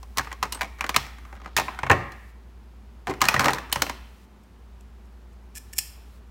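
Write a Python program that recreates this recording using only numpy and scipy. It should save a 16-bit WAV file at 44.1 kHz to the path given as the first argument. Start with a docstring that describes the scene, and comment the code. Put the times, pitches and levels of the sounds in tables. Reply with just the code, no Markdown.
"""A kitchen with a wooden drawer: a hand rummages among screwdrivers, pliers and pens in a plastic tray.
Knocks are note-plus-noise bursts with rebounds; scrapes are tiny slips; heavy blows ring drawer modes.
Scissor blades ring as decaying partials, slide, and snap shut near the end.
Diffuse echoes and a low beating appliance hum surround it; a phone lowers the treble in pauses."""
import sys
import numpy as np
from scipy import signal
from scipy.fft import rfft, irfft
from scipy.io import wavfile
from scipy.ndimage import uniform_filter1d, minimum_filter1d

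SR = 44100
rng = np.random.default_rng(int(sys.argv[2]) if len(sys.argv) > 2 else 0)


def wav_out(sig):
    """Save sig, one row per channel (or a flat mono array), as 16-bit PCM at SR to the path in sys.argv[1]."""
    wavfile.write(sys.argv[1], SR, np.round(np.clip(np.atleast_2d(sig).T, -1, 1) * 32767).astype(np.int16))


N = 277830
TIME = np.arange(N) / SR
HIT = TIME[:SR // 7]  # time axis of one blow
RING_SPREAD_OCT = .3  # scatter of ring pitch between contacts

# tools and fingers dragging in the tray: (time [s], length [s], level [dB], band frequency [Hz])
DRAG_STROKES = [(0.158, 0.072, -40, 890), (.22, 0.087, -52.5, 1200), (0.412, 0.058, -49.5, 1200),
                (0.519, 0.085, -53, 970), (0.779, 0.078, -50.5, 1400), (0.961, 0.11, -46.5, 1940),
                (1.181, 0.3, -58, 960), (1.303, 0.43, -66, 3000), (1.657, 0.16, -50, 940),
                (1.902, 0.04, -31.5, 680), (3.076, 0.062, -33, 264), (3.211, 0.18, -39, 1090),
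                (3.389, 0.12, -30.5, 990), (3.491, 0.11, -42, 1210), (3.684, 0.21, -47, 1020)]


def undb(db):
    """Decibels to amplitude ratio."""
    return 10 ** (np.asarray(db) / 20)


def unit(x):
    """Scale to rms 1."""
    return x / np.sqrt(np.mean(x ** 2) + 1e-18)


def fade(t, t60_s):
    """Exponential decay, 60 dB down after t60_s."""
    return np.exp(-np.log(1000) * t / t60_s)


def band(x, low_hz, high_hz, order=3):
    """Causal band-pass, upper edge kept below Nyquist."""
    top_hz = min(max(high_hz, low_hz + 1), SR / 2 - 1000)
    sos = signal.butter(order, [low_hz, top_hz], "band", fs=SR, output="sos")
    return signal.sosfilt(sos, x)


def colour(x, points):
    """Minimum-phase filter through (Hz, dB) points, built by folding the cepstrum."""
    hz, db = np.transpose(points)
    size = 8192
    grid_hz = np.maximum(np.fft.rfftfreq(size, 1 / SR), 1)
    gain = undb(np.interp(np.log(grid_hz), np.log(hz), db))
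    cepstrum = irfft(np.log(gain))
    cepstrum[1:size // 2] *= 2
    cepstrum[size // 2 + 1:] = 0
    impulse = irfft(np.exp(rfft(cepstrum)))
    return signal.fftconvolve(x, impulse)[:len(x)]


def add(track, start_s, sound):
    """Mix a sound in at start_s."""
    i = int(start_s * SR)
    track[i:i + len(sound)] += sound[:N - i]


def strength(x):
    """Scale a blow to the energy of 10 ms at rms 1."""
    return x / np.sqrt(np.sum(x ** 2, axis=-1, keepdims=True) / (SR / 100))


def ring(modes, length_s):
    """Sum of decaying sines (Hz, dB, t60 s), each with a chance sign."""
    t = TIME[:int(length_s * SR)]
    out = 0
    for hz, db, t60_s in modes:
        sign = rng.choice([-1, 1])
        out = out + sign * undb(db) * np.sin(2 * np.pi * hz * t) * fade(t, t60_s)
    return out


def friction(length_s, slips_per_s, spread_db):
    """Stick-slip stroke: random uneven impulses that swell and die."""
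    n = int(length_s * SR)
    occurs = rng.random(n) < slips_per_s / SR
    slips = occurs * rng.choice([-1, 1], n) * undb(spread_db * rng.standard_normal(n))
    return slips * np.sqrt(np.hanning(n))


def background(hum_hz=58.5, second_hz=68.2, second_db=-12, hum_db=0, air_db=-54):
    """Two low appliance tones beat against each other over steady room air and hiss."""
    # hum level: (time [s], level [dB])
    hum_level = [(0, -42), (1.3, -42.5), (2.7, -46), (4.05, -42.5), (4.2, -52.5), (4.5, -53), (4.68, -45.5),
                 (6.3, -46)]
    # spectrum of room air and microphone hiss: (frequency [Hz], relative level [dB])
    air_spectrum = [(25, -4.5), (42, -1), (75, 10.5), (100, 11.5), (140, 0), (212, 11.5), (280, -0.5),
                    (380, 2), (550, -5.5), (950, -3.5), (2000, -11.5), (4000, -15.5), (9000, -21),
                    (15500, -22)]
    tones = np.sin(2 * np.pi * hum_hz * TIME)
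    tones = tones + undb(second_db) * np.sin(2 * np.pi * second_hz * TIME)
    level_db = hum_db + np.interp(TIME, *np.transpose(hum_level))
    hum = np.sqrt(2) * tones * undb(level_db)
    air = unit(colour(rng.standard_normal(N), air_spectrum))
    return hum + undb(air_db) * air


def rebounds(count=3, gap_s=.009, gap_jitter=.25, thud_step_db=3.5, hardness_step_db=-1.5):
    """A struck tool settles in quick rebounds, each duller, with relatively more thud."""
    # tools knocking in the tray; thud and hardness are relative to the level: (time [s], ring [Hz],
    # level [dB], thud [dB], hardness [dB], level change per rebound [dB])
    knock_list = [(.029, 1070, -46.5, -6.5, -3, -18), (.172, 1130, -31.5, -4.5, 3, -20),
                  (.182, 1103, -22, -26, 0, -17.5), (.194, 1630, -22.5, -12.5, -13.5, -16),
                  (.2455, 2290, -45, -6, -4.5, -16), (.271, 1200, -35.5, -12, -19, -16.5),
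                  (0.3153, 1960, -33.5, -16.5, -13.5, -14), (0.326, 1084, -35.5, -12, -5, -15),
                  (.427, 1243, -20.5, -16, -6, -8.5), (0.453, 940, -34.5, -6, -10, -13.5),
                  (0.523, 11100, -36, -9, 6.5, -9.5), (0.547, 900, -44.5, 0, 4, -14),
                  (0.609, 2320, -24, -25, -9, -13), (0.6161, 2313, -25, -12, -5.5, -6.5),
                  (0.8083, 2360, -23, -21.5, -8.5, -20.5), (0.8407, 1150, -25.5, -10, -12, -14.5),
                  (.864, 1490, -36, -14, -4.5, -22), (.892, 1155, -24, -10.5, -3, -12),
                  (.943, 2290, -25.5, -14.5, -8, -6), (.962, 1263, -14, -17, -1, -21.5),
                  (1.251, 1210, -46, -8.5, -16, -14), (1.3256, 790, -42.5, -2.5, -14.5, -15.5),
                  (1.4588, 1260, -34, -7.5, -11.5, -13), (1.5653, 1833, -19.5, -18, 0, -3),
                  (1.584, 940, -21.5, -11.5, -5.5, -4.5), (1.682, 1000, -27.5, -12.5, -21.5, -17.5),
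                  (1.7886, 1450, -29, -14.5, -12.5, -16), (1.8319, 947, -23.5, -10.5, -16, -13),
                  (1.8649, 1110, -28, -13, -16.5, -16), (1.8976, 1094, -15, -3, -13, -17),
                  (1.902, 1718, -12.5, -15, -34, -13.5), (1.9127, 1790, -12, -8, -13.5, -7),
                  (2.119, 1680, -46, -10, -2.5, -20), (3.07, 710, -28.5, -6, -10, -3.5),
                  (3.114, 750, -33, -12.5, -23, -14), (3.206, 2870, -32.5, -14.5, -5, -15),
                  (3.2154, 1174, -15, -16, -3.5, -8.5), (3.24, 1720, -24.5, -11, -5, -12.5),
                  (3.253, 1665, -26, -9, -1.5, -12), (3.285, 2480, -14, -16.5, -1.5, -20.5),
                  (3.315, 835, -33.5, -5, -18, -9), (3.341, 1240, -18, -10.5, -9.5, -14),
                  (3.363, 1900, -18.5, -16, -17, -16.5), (3.3939, 1390, -16.5, -11.5, -5.5, -5),
                  (3.443, 930, -23, -4.5, -3.5, -6.5), (3.4565, 1210, -16.5, -4, -8.5, -10),
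                  (3.4816, 882, -16, -13, -10, -7), (3.506, 830, -35.5, -8, 1, -14),
                  (3.533, 920, -28.5, -8.5, 0.5, -9.5), (3.583, 1737, -31, -9.5, -8, -15),
                  (3.7257, 3030, -27, -12, 8, -21), (3.7576, 910, -24, -10, -6, -16),
                  (3.8193, 1400, -18.5, -8, 1, -21.5), (3.8651, 2650, -33, -5, -6, -14),
                  (3.8955, 938, -27.5, -7.5, -5.5, -17.5)]
    rows = []
    for s, hz, db, thud_db, hard_db, change_db in knock_list:
        rows.append((s, hz, db, thud_db, hard_db))
        for k, (late, detune) in enumerate(rng.standard_normal((count, 2)), 1):
            s = s + gap_s * np.exp(gap_jitter * late)
            rebound_hz = hz * 2 ** (RING_SPREAD_OCT * detune)
            rows.append((s, rebound_hz, db + k * change_db,
                         thud_db + k * thud_step_db, hard_db + k * hardness_step_db))
    return [row for row in rows if row[2] > -60]  # drop the faintest contacts


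def knocks(contacts, tone, chatter_db=2.5, direct_db=-2.0, tick_db=-5, tick_per_hardness=1.4):
    """Each contact sounds a note and noise for a crowd of damped modes; the highs die first."""
    # parts of a knock, drawer floor to hard contact: (low [Hz], high [Hz], rise [s], t60 [s])
    parts = [(157.5, 678, 0.0037, 0.053), (760, 2290, 0.00084, .036), (2630, 7060, 0.00046, 0.03),
             (6500, 57000, 0.00025, 0.024)]
    # resonances of the plastic tray: (frequency [Hz], width [Hz], level [dB])
    tray_modes = [(240.8, 82, -11.5), (800, 180, -6.5), (1040, 120, -6), (1920, 270, -18),
                  (4120, 290, -7.5), (5430, 150, -14)]
    s, hz, force_db, thud_db, hard_db = np.transpose(contacts)
    top_db = force_db + tick_db + tick_per_hardness * hard_db
    levels_db = force_db + thud_db, force_db, force_db + hard_db, top_db
    hz = hz[:, None]
    crowd = rng.standard_normal((len(s), len(HIT)))
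    # hard things chatter against each other within the blow: stepwise random gain
    grain = SR // 1500
    chatter = undb(chatter_db * rng.standard_normal((len(s), len(HIT) // grain + 1)))
    crowd = unit(crowd * np.repeat(chatter, grain, axis=1)[:, :len(HIT)])
    # lying among other things, the tool loses its note quickly
    note = tone * np.sqrt(hz / 1500) * np.sin(2 * np.pi * hz * HIT) * fade(HIT, .05)
    blows = 0
    for (low_hz, high_hz, rise_s, t60_s), db in zip(parts, levels_db):
        shape = (1 - np.exp(-HIT / rise_s)) * fade(HIT, t60_s)
        part = strength(band((crowd + note) * shape, low_hz, high_hz))
        blows = blows + undb(db)[:, None] * part
    struck = np.zeros(N)
    for start_s, blow in zip(s, blows):
        add(struck, start_s, blow)
    out = undb(direct_db) * struck
    for mode_hz, width_hz, db in tray_modes:
        out = out + undb(db) * band(struck, mode_hz - width_hz / 2, mode_hz + width_hz / 2, order=1)
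    return out


def reflections(x, early_db=-13, early_t60_s=0.11):
    """Quick decaying echoes from the drawer walls and the counter, from 3 ms on."""
    echoes = rng.standard_normal(len(HIT)) * fade(HIT, early_t60_s) * (HIT > .003)
    echoes = band(echoes / np.linalg.norm(echoes), 120, 3800, order=1)
    return undb(early_db) * signal.oaconvolve(x, echoes)[:N]


def kitchen(x, build_s=0.0027):
    """Diffuse room tail of decaying noise bands, shortest in the treble."""
    # reverberation bands: (low [Hz], high [Hz], t60 [s], level [dB])
    room_bands = [(99, 460, 0.52, -8), (544, 1400, 0.61, -14), (1620, 3700, 0.81, -15),
                  (3400, 5900, 0.48, -14.5), (6500, 23000, 0.43, -15.5)]
    # sound reaching the room as the arm covers and uncovers the tray: (time [s], level [dB])
    openness = [(.2, -3), (.85, 0), (.96, -1.5), (1.57, 1.5), (1.9, 1.5), (3.3, 3.5), (3.8, 0.5),
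                (5.7, 3.5)]
    t = TIME[:SR]
    tail = 0
    for low_hz, high_hz, t60_s, db in room_bands:
        echoes = rng.standard_normal(SR) * fade(t, t60_s) * (1 - np.exp(-t / build_s))
        tail = tail + undb(db) * band(echoes / np.linalg.norm(echoes), low_hz, high_hz)
    escaping = x * undb(np.interp(TIME, *np.transpose(openness)))
    return signal.fftconvolve(escaping, tail)[:N]


def drags(slips_per_s=900, spread_db=2.5, grit_db=-17):
    """Things scrape along the tray: slips filtered to a dull rasp with a little grit on top."""
    out = np.zeros(N)
    for s, length_s, db, hz in DRAG_STROKES:
        slips = friction(length_s, slips_per_s, spread_db)
        rasp = unit(band(slips, hz / 1.1, hz * 1.7, order=2))
        grit = unit(band(slips, 2 * hz, 10 * hz, order=1))
        add(out, s, undb(db) * (rasp + undb(grit_db) * grit))
    return out


def jostles(max_count=12, rate_per_s=30, ring_hz=1230, usual_level_db=-44.5, level_spread_db=2,
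            thud_db=-8.5, hardness_db=-8.5, drag_share=0.46):
    """Light chance contacts along every drag, as rebounds() rows; a louder drag jostles harder."""
    rows = []
    usual_drag_db = np.median(np.array(DRAG_STROKES)[:, 2])
    for s, length_s, drag_db, _ in DRAG_STROKES:
        times = np.cumsum(rng.exponential(1 / rate_per_s, max_count))
        for after_s, (detune, force) in zip(times, rng.standard_normal((max_count, 2))):
            if after_s < length_s:
                db = usual_level_db + drag_share * (drag_db - usual_drag_db) + level_spread_db * force
                hz = ring_hz * 2 ** (RING_SPREAD_OCT * detune)
                rows.append((s + after_s, hz, db, thud_db, hardness_db))
    return rows


def drawer(gain_db=-3, lowest_hz=60, corner_at_18_hz=230, doubling_db=4.5):
    """Heavy blows make the wooden box boom; harder ones wake higher modes, deepest bass is cut."""
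    # blows that shake the whole drawer: (time [s], relative level [dB])
    bumps = [(.185, -21), (.427, -23.5), (.963, -19), (1.568, -19.5), (1.834, -17), (1.902, -3),
             (1.917, -9), (3.085, -20.5), (3.217, -18.5), (3.344, -16.5), (3.374, -15.5), (3.458, -16.5),
             (3.482, -16.5), (3.766, -18.5), (3.822, -24)]
    # modes of the loaded drawer: (frequency [Hz], relative level [dB], t60 [s])
    box_modes = [(86.4, -13, 0.32), (115, -22.5, .1), (130, -8.5, 0.15), (354.2, -20.5, 0.2),
                 (462.4, -16.5, 0.19), (561, -15.5, 0.25), (587, -16, 0.13), (682, -25, .3),
                 (741, -15.5, 0.18), (816, -18, .2), (1000, -24.5, 0.29), (1080, -15, 0.23),
                 (1208, -23, 0.65), (1292, -28.5, .5), (1370, -25, .25), (1590, -27.5, 0.32),
                 (1660, -29, .23), (1766, -23.5, 0.16), (1920, -26.5, .52), (2100, -29.5, 0.33),
                 (2350, -32.5, 0.49)]
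    out = np.zeros(N)
    for s, db in bumps:
        # corner given for a -18 dB blow; doubles every doubling_db
        corner_hz = corner_at_18_hz * 2 ** ((db + 18) / doubling_db)
        modes = []
        for hz, mode_db, t60_s in box_modes:
            loss_db = 10 * np.log10(1 + (hz / corner_hz) ** 2)
            modes.append((hz, mode_db - loss_db, t60_s))
        add(out, s, undb(db + gain_db) * ring(modes, .6))
    return band(out, lowest_hz, 5000, order=2)


def scissors(snap_t60_s=0.025, slips_per_s=2500, spread_db=8, focus_db_per_oct=35,
             ring_db=-10.0, contact_db=-0.5):
    """Steel blades ping as modal partials, sing under sliding friction and click as they close."""
    # blades sliding over each other and shifting in the hand: (time [s], length [s], level [dB])
    shears = [(4.429, .012, -59), (4.804, 0.0093, -51.5), (5.04, .03, -68.5), (5.12, .02, -69),
              (5.325, .02, -63), (5.546, 0.041, -39), (5.572, 0.015, -38), (5.727, 0.015, -38.5),
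              (5.752, 0.051, -41.5)]
    # scissors snapping shut: (time [s], level [dB])
    snaps = [(5.7823, -20.5), (5.7865, -15.5), (5.7905, -43)]
    # steel blades set ringing: (time [s], level [dB], favoured frequency [Hz])
    ping_list = [(0.522, -26.5, 2960), (0.525, -28, 6200), (0.547, -33.5, 9000), (3.717, -36, 7070),
                 (3.728, -28.5, 10800), (5.561, -34, 1760), (5.572, -32, 1760), (5.733, -30, 1720)]
    # blade modes, damped by the hand: (frequency [Hz], relative level [dB], t60 [s])
    blade_modes = [(1750, -8.5, 0.05), (2370, -3, .02), (2890, -8.5, 0.13), (3570, 0, .012),
                   (4450, -3.5, .012), (5334, 5, 0.019), (6029, -5, 0.023), (6830, 2, 0.0097),
                   (8220, 7, 0.053), (9400, -9, 0.091), (11200, -8, 0.15), (11870, -0.5, 0.0085),
                   (12000, -2, .012)]
    # colour of steel on steel: (frequency [Hz], relative level [dB])
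    steel = [(400, -40.5), (900, -15.5), (1400, -19), (1900, -14), (2400, -0.5), (3300, -8), (4300, -5),
             (5400, -2), (6300, -2), (8300, 2), (9800, -4), (11700, 1), (13500, -4.5), (15500, -8)]
    contact, pings = np.zeros(N), np.zeros(N)
    for s, length_s, db in shears:
        add(contact, s, undb(db) * unit(friction(length_s, slips_per_s, spread_db)))
    for s, db in snaps:
        click = rng.standard_normal(len(HIT)) * fade(HIT, snap_t60_s)
        add(contact, s, undb(db) * strength(click))
    for s, db, favoured_hz in ping_list:
        # the point of contact favours the partials near one frequency
        modes = []
        for hz, mode_db, t60_s in blade_modes:
            away_oct = abs(np.log2(hz / favoured_hz))
            modes.append((hz, mode_db - focus_db_per_oct * away_oct, t60_s))
        add(pings, s, undb(db) * ring(modes, .2))
    # slips and snaps also ring the blades; pressed together, they damp each other
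    blades = ring(blade_modes, .2)[:len(HIT)] * fade(HIT, .04)
    singing = signal.oaconvolve(contact, blades / np.linalg.norm(blades))[:N]
    return undb(contact_db) * colour(contact, steel) + undb(ring_db) * singing + pings


def scene():
    """Everything in the drawer and the hand, heard in the kitchen."""
    body = drawer() + drags() + scissors()
    contacts = rebounds() + jostles()
    near = knocks(contacts, tone=0.6) + body
    # the broad tray feeds the room from two independent draws, with less of each tool's note
    room = sum(kitchen(knocks(contacts, tone=0.41) + body) for _ in range(2)) / np.sqrt(2)
    return (near + reflections(near) + room + background())[None]


def suppressor(x, threshold_db=-45, hold_s=0.345, cut_db=-7, split_hz=3500):
    """The treble is turned down once its short-term power has stayed low for hold_s."""
    highpass = signal.butter(1, split_hz, "high", fs=SR, output="sos")
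    treble = signal.sosfiltfilt(highpass, x)
    power = uniform_filter1d(treble ** 2, SR // 100)
    quiet = 1. * (power < undb(threshold_db) ** 2)
    hold = int(hold_s * SR)
    held = minimum_filter1d(quiet, hold, origin=(hold - 1) // 2)  # looks back over the hold time
    closed = uniform_filter1d(held, SR // 50)
    return x - closed * (1 - undb(cut_db)) * treble


def record(dry, top_hz=15800):
    """The phone lowers treble in pauses, rounds the highest peaks and cuts above top_hz."""
    rounded = np.tanh(0.79 * suppressor(dry)) / 0.81
    lowpass = signal.ellip(10, .2, 80, top_hz, fs=SR, output="sos")
    return signal.sosfilt(lowpass, rounded)


dry = scene()
out = record(dry)
wav_out(out)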